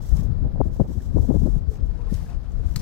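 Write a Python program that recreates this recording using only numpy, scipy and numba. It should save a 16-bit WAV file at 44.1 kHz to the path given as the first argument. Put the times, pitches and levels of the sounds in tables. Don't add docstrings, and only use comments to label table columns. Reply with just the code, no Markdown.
import sys
import numpy as np
from scipy import signal
from scipy.fft import rfft, irfft
from scipy.io import wavfile
from scipy.ndimage import uniform_filter1d
from numba import njit

SR = 44100
rng = np.random.default_rng(int(sys.argv[2]) if len(sys.argv) > 2 else 0)


def amp(db):
    return 10 ** (np.asarray(db, float) / 20)


def write(x):
    x = np.atleast_2d(x).T
    wavfile.write(sys.argv[1], SR, np.round(np.clip(x, -1, 1) * 32767).astype(np.int16))


N = 123921
T = np.arange(N) / SR
FFT_SIZE = 2 ** 17
RIGHT_LAG, AHEAD_LAG = 14, -2


@njit
def svf(x, hz, damp):
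    low, band = np.empty(len(x)), np.empty(len(x))
    b, l = 0., 0.
    for i in range(len(x)):
        g = np.tan(np.pi * hz[i] / SR)
        v = (b + g * (x[i] - l)) / (1 + g * (g + damp))
        low[i] = l + g * v
        band[i] = damp * v
        b, l = 2 * v - b, l + 2 * g * v
    return low, band


def unit(x):
    return x / np.sqrt(np.mean(x ** 2))


def near(t, s):
    return slice(max(int((t - s) * SR), 0), int((t + s) * SR))


def walk(rate):
    hold = int(SR / rate)
    steps = rng.standard_normal(size=2048)[np.arange(N) // hold]
    return 1.055 * uniform_filter1d(uniform_filter1d(steps, hold), hold)


def colour(x, tone, lo=0, hi=1e9):
    f = np.maximum(np.arange(FFT_SIZE // 2 + 1) * SR / FFT_SIZE, 1)
    hz, db = np.array(tone).T
    octaves_below = np.maximum(np.log2(hz[0] / f), 0)
    shape = amp(np.interp(np.log(f), np.log(hz), db) - 12.3 * octaves_below)
    band = np.sqrt(np.abs(1 / (1 + (lo / f) ** 8) - 1 / (1 + (hi / f) ** 8)))
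    return irfft(rfft(x, FFT_SIZE) * shape * band, FFT_SIZE)[:N]


def place(x, lag, pan_db, alike):
    share = np.clip(alike, 0, 2 / 3)
    common = np.array([np.roll(x[0], lag), x[0]])
    pan = amp([[pan_db / 2], [-pan_db / 2]])
    return (np.sqrt(share) * common + np.sqrt(1 - share) * x[1:]) * pan


def spray(tone, spiky_db):
    pops = rng.standard_normal((3, N))
    pops = pops * amp(spiky_db * np.minimum(rng.exponential(size=(3, N)), 6))
    pops = pops * amp(2.0 * walk(150))
    return np.array([unit(colour(p, tone)) for p in pops])


def swells(rows, edge=2.14):
    power = np.full(N, 1e-9)
    for t, s, db in rows:
        k = near(t, 2 * s)
        power[k] += amp(2 * db) * np.exp(-np.abs((T[k] - t) / (.45 * s)) ** edge)
    return power


def bursts(rows, shower):
    env = np.zeros(N)
    for t, db, t60 in rows:
        k = near(t, t60)
        attack = np.clip((T[k] - t) / 0.00057, 0, 1)
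        env[k] += amp(db - 60 * np.abs(T[k] - t) / t60) * attack
    return env * shower


# frequency in Hz, level in dB per Hz.
SEA_TONE = [(300, 2), (700, -4), (1200, -8), (1600, -11), (2800, -22.5), (4900, -21), (7500, -34.5),
            (15500, -35)]


def far_sea():
    level_db = -57.5 + 1.2 * walk(2.3)
    return place(amp(level_db) * spray(SEA_TONE, 0.49), AHEAD_LAG, 6.3, 0.14)


# frequency in Hz, level in dB per Hz.
FIZZ_TONE = [(2200, -18.5), (3200, -1), (4400, -4.5), (5700, 1.5), (8500, -2), (10000, -3.5), (13000, -5.5),
             (15500, -7)]
# centre in seconds, length in seconds, level in dB.
FIZZ = [(.0, .04, -73), (.05, 0.058, -58.5), (.095, 0.046, -59.5), (.185, 0.11, -58.5), (.66, 0.065, -69.5),
        (.75, 0.056, -65.5), (.805, 0.068, -65.5), (.93, 0.11, -63), (1.045, 0.073, -61.5),
        (1.16, 0.11, -69), (1.24, 0.13, -61.5), (1.34, 0.076, -63.5), (1.43, 0.15, -61),
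        (1.55, 0.076, -64.5), (1.73, 0.07, -64), (1.87, .05, -72), (2.52, 0.05, -72), (2.6, 0.11, -76),
        (2.71, 0.11, -65)]


def wavelet_fizz(shower):
    return place(np.sqrt(swells(FIZZ)) * shower, RIGHT_LAG, -6.5, 0.17)


# start in seconds, peak level in dB.
DROPS = [(0.092, -41), (0.169, -34), (0.207, -49), (2.11, -43), (2.142, -36), (2.306, -49.5),
         (2.664, -42.5), (2.7, -44.5), (2.712, -42), (2.725, -44), (2.739, -46)]


def drop_ticks(shower):
    ticks = [(t, db - 3.5, .007) for t, db in DROPS]
    return place(bursts(ticks, shower[::-1]), RIGHT_LAG, -4.0, 0.35)


# centre in seconds, length in seconds, level in dB.
SWIRL = [
    (.19, 0.042, -58),
    (1.76, 0.089, -66),
    (2.03, 0.2, -64),
    (2.2, .12, -60.5),
    (2.32, 0.077, -59),
    (2.45, .05, -65.5),
    (2.62, 0.25, -66),
]
# frequency in Hz, level in dB per Hz.
SWIRL_TONE = [(700, 6), (1500, 0.5), (2500, -5), (4000, -9.5), (6500, -10.5), (10000, -16.5), (15500, -29)]


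def fish_swirl():
    return place(np.sqrt(swells(SWIRL)) * spray(SWIRL_TONE, 4.7), AHEAD_LAG, 4.7, 0.53)


# centre in seconds, length in seconds, level in dB.
CHURN = [
    (2.11, 0.02, -68),
    (2.15, 0.072, -55),
    (2.2, 0.081, -62),
    (2.26, 0.083, -64.5),
]
# frequency in Hz, level in dB per Hz.
CHURN_TONE = [(900, -2), (2000, 3.5), (3200, 2), (5000, 6.5), (7500, 2.5), (10000, 3), (13000, 1),
              (15500, -3)]


def fish_churn():
    return place(np.sqrt(swells(CHURN)) * spray(CHURN_TONE, 1.8), AHEAD_LAG, 1.5, 0.25)


# centre in seconds, pitch in Hz, level in dB, length in seconds.
BUBBLES = [(.168, 871, -60.5, 0.017), (0.049, 1920, -64, .005), (0.053, 3300, -60, .003),
           (0.121, 1860, -61.5, .006), (.125, 1410, -62, .012), (.183, 4900, -58, 0.0013),
           (0.205, 1750, -60, 0.0072), (0.236, 2240, -66, .012), (1.007, 1730, -55.5, .003),
           (1.722, 430, -44.5, 0.043), (1.742, 794, -62, 0.04), (2.003, 483, -52, .05),
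           (2.01, 970, -54.5, 0.03), (2.036, 1170, -57, .008), (2.05, 3830, -70, 0.0045),
           (2.068, 474, -46, 0.014), (2.08, 1100, -57, 0.016), (2.105, 1900, -65, .014),
           (2.154, 3050, -59, 0.008), (2.18, 1820, -58, .006), (2.184, 3030, -63, 0.0057),
           (2.228, 2000, -64, .005), (2.266, 1730, -57, 0.008), (2.294, 2450, -57, .005),
           (2.33, 2490, -58, .002), (2.468, 3050, -67, .002), (2.52, 6560, -56, 0.0022),
           (2.601, 429, -50, 0.028), (2.314, 674, -56.5, .03), (2.449, 3700, -62, .0009),
           (2.762, 4470, -33.5, 0.0015), (2.765, 7300, -39, .0012), (2.7945, 5600, -45, .002)]


def bubbles():
    out = np.zeros(N)
    wobble, flutter = .04 * walk(250), amp(4.5 * walk(300))
    when, size, quiet = rng.random(size=(600, 3)).T
    busy = np.cumsum(swells(SWIRL))
    starts = np.interp(when, busy / busy[-1], T)
    levels_db = -57 - 12 * quiet - 13 * size
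    small = zip(starts, 500 * 2 ** (2.6 * size), levels_db, .007 - .005 * size)
    for t, hz, db, s in BUBBLES + list(small):
        k = near(t, 2 * s)
        u = T[k] - t
        slide = 0.0323 * np.log2(hz / 1000.) * u / s
        phase = 2 * np.pi * np.cumsum(hz * (1 + slide + wobble[k])) / SR
        out[k] += amp(db) * np.exp(-(u / (0.69 * s)) ** 2) * np.sin(phase)
    return np.array([out, np.roll(out, 3) * amp(-10.5)]) * flutter * amp(5.5)


# start in seconds, level in dB, t60 in seconds.
SPLASH = [
    (2.7598, -26, 0.011),
    (2.763, -38.5, 0.0077),
    (2.7655, -36.5, 0.015),
    (2.761, -48.5, 0.67),
]
# frequency in Hz, level in dB per Hz.
SPLASH_TONE = [(1000, -2.5), (2200, -4.5), (3100, -10), (4300, -0.5), (5600, -3.5), (7000, -4),
               (8600, -5.5), (15500, -11.5)]


def scrap_splash():
    return place(bursts(SPLASH, spray(SPLASH_TONE, 1.9)), AHEAD_LAG, 2.5, 0.85)


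# frequency in Hz, level in dB.
RIGHT_PORT = [(20, 15), (1200, -3.5), (2300, -8.5), (3500, -1.5), (8000, -0.5), (9800, -13), (11500, -0.5),
              (16000, -0.5)]


def through_ports(water):
    left, right = water
    return np.array([left, colour(right, RIGHT_PORT)])


def rumble(tone, flicker_db=2.5, shared_db=4.5):
    noise, shared = rng.standard_normal(N), walk(24.967)
    total = np.zeros(N)
    for lo in 15 * 2. ** np.arange(8):
        level_db = shared_db * np.tanh(shared) + flicker_db * np.tanh(walk(14))
        total += amp(level_db) * colour(noise, tone, lo, 2 * lo)
    return unit(total)


def buffets(rows, full_db, corner_hz, thump_db, skirt):
    power = swells(rows, edge=3.06)
    boosted = [(t, s, db - 8 * np.log2(s / 0.029)) for t, s, db in rows]
    weighted = uniform_filter1d(power * swells(boosted, edge=5.0), 400)
    held = np.abs(weighted + 1e-17) / uniform_filter1d(power, 400)
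    octaves = 0.04 * (10 * np.log10(held) - full_db)
    hz = np.clip(corner_hz * 2 ** octaves, 100, 3000)

    roar = rng.standard_normal(N) / np.sqrt(hz / SR) * amp(1.7 * walk(180))
    roar = svf(roar, 0.53 * hz, 0.59)[1]
    roar = svf(roar, hz, 0.98)[0]
    roar = svf(roar, skirt * hz, 2.2)[0]
    roar = roar / (uniform_filter1d(roar ** 2, size=500) + 1e-9) ** 0.27

    thump = svf(rng.standard_normal(N), np.full(N, 100.), 1.5)[1]
    thump = unit(svf(thump, np.full(N, 230.), 1.2)[0])
    thump = thump * np.sqrt(uniform_filter1d(power, 500))
    return 0.74 * roar * np.sqrt(power) + amp(thump_db) * thump


# centre in seconds, turning rate in Hz, peak level in dB.
EDDIES = [(0.103, 44, -15), (0.151, 133, -14), (.172, 48.4, -15.5), (.195, 151, -13), (.225, 202, -22.5),
          (0.306, 103, -10.5), (0.425, 69, -13.5), (.56, 600, -29), (.596, 138, -13), (0.6058, 530, -8.5),
          (0.6091, 335, -15.5), (.6145, 670, -7.5), (0.6142, 224, -9), (0.675, 70, -11.5), (.762, 605, -39),
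          (0.7987, 418, -10), (.8017, 740, -18), (0.8027, 209, -9), (0.8041, 457, -11), (.81, 60, -11),
          (0.813, 150, -6.5), (0.8142, 413, -16), (.891, 540, -36), (.98, 80.6, -12), (1.148, 149, -10),
          (1.1635, 280, -10.5), (1.1671, 80.6, -10.5), (1.1709, 410, -13), (1.185, 756, -24),
          (1.186, 182, -13.5), (1.203, 85, -9), (1.25, 586, -29), (1.2936, 226, -7), (1.2996, 253, -14),
          (1.305, 537, -14.5), (1.311, 343, -10.5), (1.32, 634, -23.5), (1.3434, 410, -14.5),
          (1.362, 197, -15), (1.391, 80, -17), (1.4333, 162, -8), (1.4596, 220, -7.5), (1.4631, 436, -17),
          (1.4733, 514, -18.5), (1.488, 244, -16.5), (1.568, 132, -13), (1.689, 61, -8), (1.831, 60, -13),
          (2.1247, 209, -12), (2.153, 74, -12.5), (2.665, 60, -14.5), (2.768, 113, -12.5),
          (2.8105, 405, -18)]


def eddies():
    out = np.zeros(N)
    start_turns = rng.random(size=len(EDDIES))
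    for (t, hz, db), start in zip(EDDIES, start_turns):
        k = near(t, 3 / hz)
        turns = (T[k] - t) * hz
        env = np.exp(-np.abs(turns / .4) ** 1.65 / 2)
        out[k] += amp(db) * env * np.sin(2 * np.pi * (turns + start))
    return np.array([out, 0 * out])


# centre in seconds, length in seconds, level in dB.
LEFT_BUFFETS = [(0.432, 0.065, -29.5), (0.557, 0.033, -32.5), (.611, 0.0161, -19), (0.662, 0.014, -27.5),
                (0.81, 0.025, -18.5), (0.902, 0.037, -29), (0.969, 0.031, -30), (1.169, 0.021, -21.5),
                (1.195, 0.021, -26.5), (1.258, 0.035, -34), (1.304, 0.045, -19.5), (1.357, 0.03, -20),
                (1.43, 0.037, -26.5), (1.47, 0.033, -22), (1.561, 0.052, -32), (1.683, 0.022, -38),
                (2.128, 0.025, -29.5)]
RIGHT_BUFFETS = [(0.46, 0.051, -35.5), (0.508, 0.018, -42), (.555, 0.017, -42), (0.578, 0.016, -37.5),
                 (0.699, 0.054, -39), (0.763, 0.014, -42.5), (0.853, 0.032, -37.5), (0.913, 0.017, -42.5),
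                 (1.019, 0.034, -44.5), (1.174, 0.019, -37), (1.235, 0.036, -35.5), (1.56, 0.058, -43.5),
                 (1.709, 0.038, -48.5), (2.11, 0.049, -48)]
# level of a full buffet in dB, its corner in Hz, thump in dB,
# rumble offset in dB, second corner as a multiple of the first.
PORTS = [
    (-17, 630, 0.5, 5., 1.6),
    (-35, 837, 7, -13, 3.),
]
# time in seconds, level in dB.
WIND = [(0, -24.5), (.08, -33.5), (.13, -19), (.24, -23.5), (.45, -26.5), (.68, -25.5), (.75, -29.5),
        (.95, -33), (1.25, -23), (1.5, -27.5), (1.65, -26.5), (1.77, -29.5), (1.84, -24), (1.93, -32.5),
        (2.15, -27.5), (2.5, -31), (2.72, -28), (2.81, -20.5)]
# frequency in Hz, level in dB per Hz.
RUMBLE_TONES = [
    [(25, 1), (60, -3), (85, -11), (170, -19.5), (340, -36), (700, -46), (1400, -64), (2800, -80.5)],
    [(22, 0), (60, 6.5), (85, 8), (170, -2), (340, -18), (700, -21.5), (1400, -99.5), (2800, -41.5)],
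]


def wind():
    strength = amp(np.interp(T, *np.array(WIND).T)) * amp(28.5)
    heard = []
    for rows, port, tone, grip in zip((LEFT_BUFFETS, RIGHT_BUFFETS), PORTS, RUMBLE_TONES, (.8, .3)):
        full_db, corner_hz, thump_db, rumble_db, skirt = port
        low = strength ** grip * amp(-27 + rumble_db) * rumble(tone)
        heard.append(low + buffets(rows, full_db, corner_hz, thump_db, skirt))
    return np.array(heard)


def scene():
    shower = spray(FIZZ_TONE, 1.7)
    water = far_sea() + drop_ticks(shower) + bubbles()
    water = water + amp(3) * (wavelet_fizz(shower) + fish_swirl() + fish_churn() + scrap_splash())
    return through_ports(water) + eddies() + wind()


def band_limit(x):
    return signal.sosfilt(signal.butter(12, 15810, fs=SR, output="sos"), x)


def record(dry):
    low_cut = signal.butter(2, 22., "high", fs=SR, output="sos")
    cut = signal.sosfilt(low_cut, dry * np.minimum(T / .005, 1))
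    mix = np.tanh(cut / 1.203) * 1.391
    return band_limit(mix)


dry = scene()
out = record(dry)
write(out)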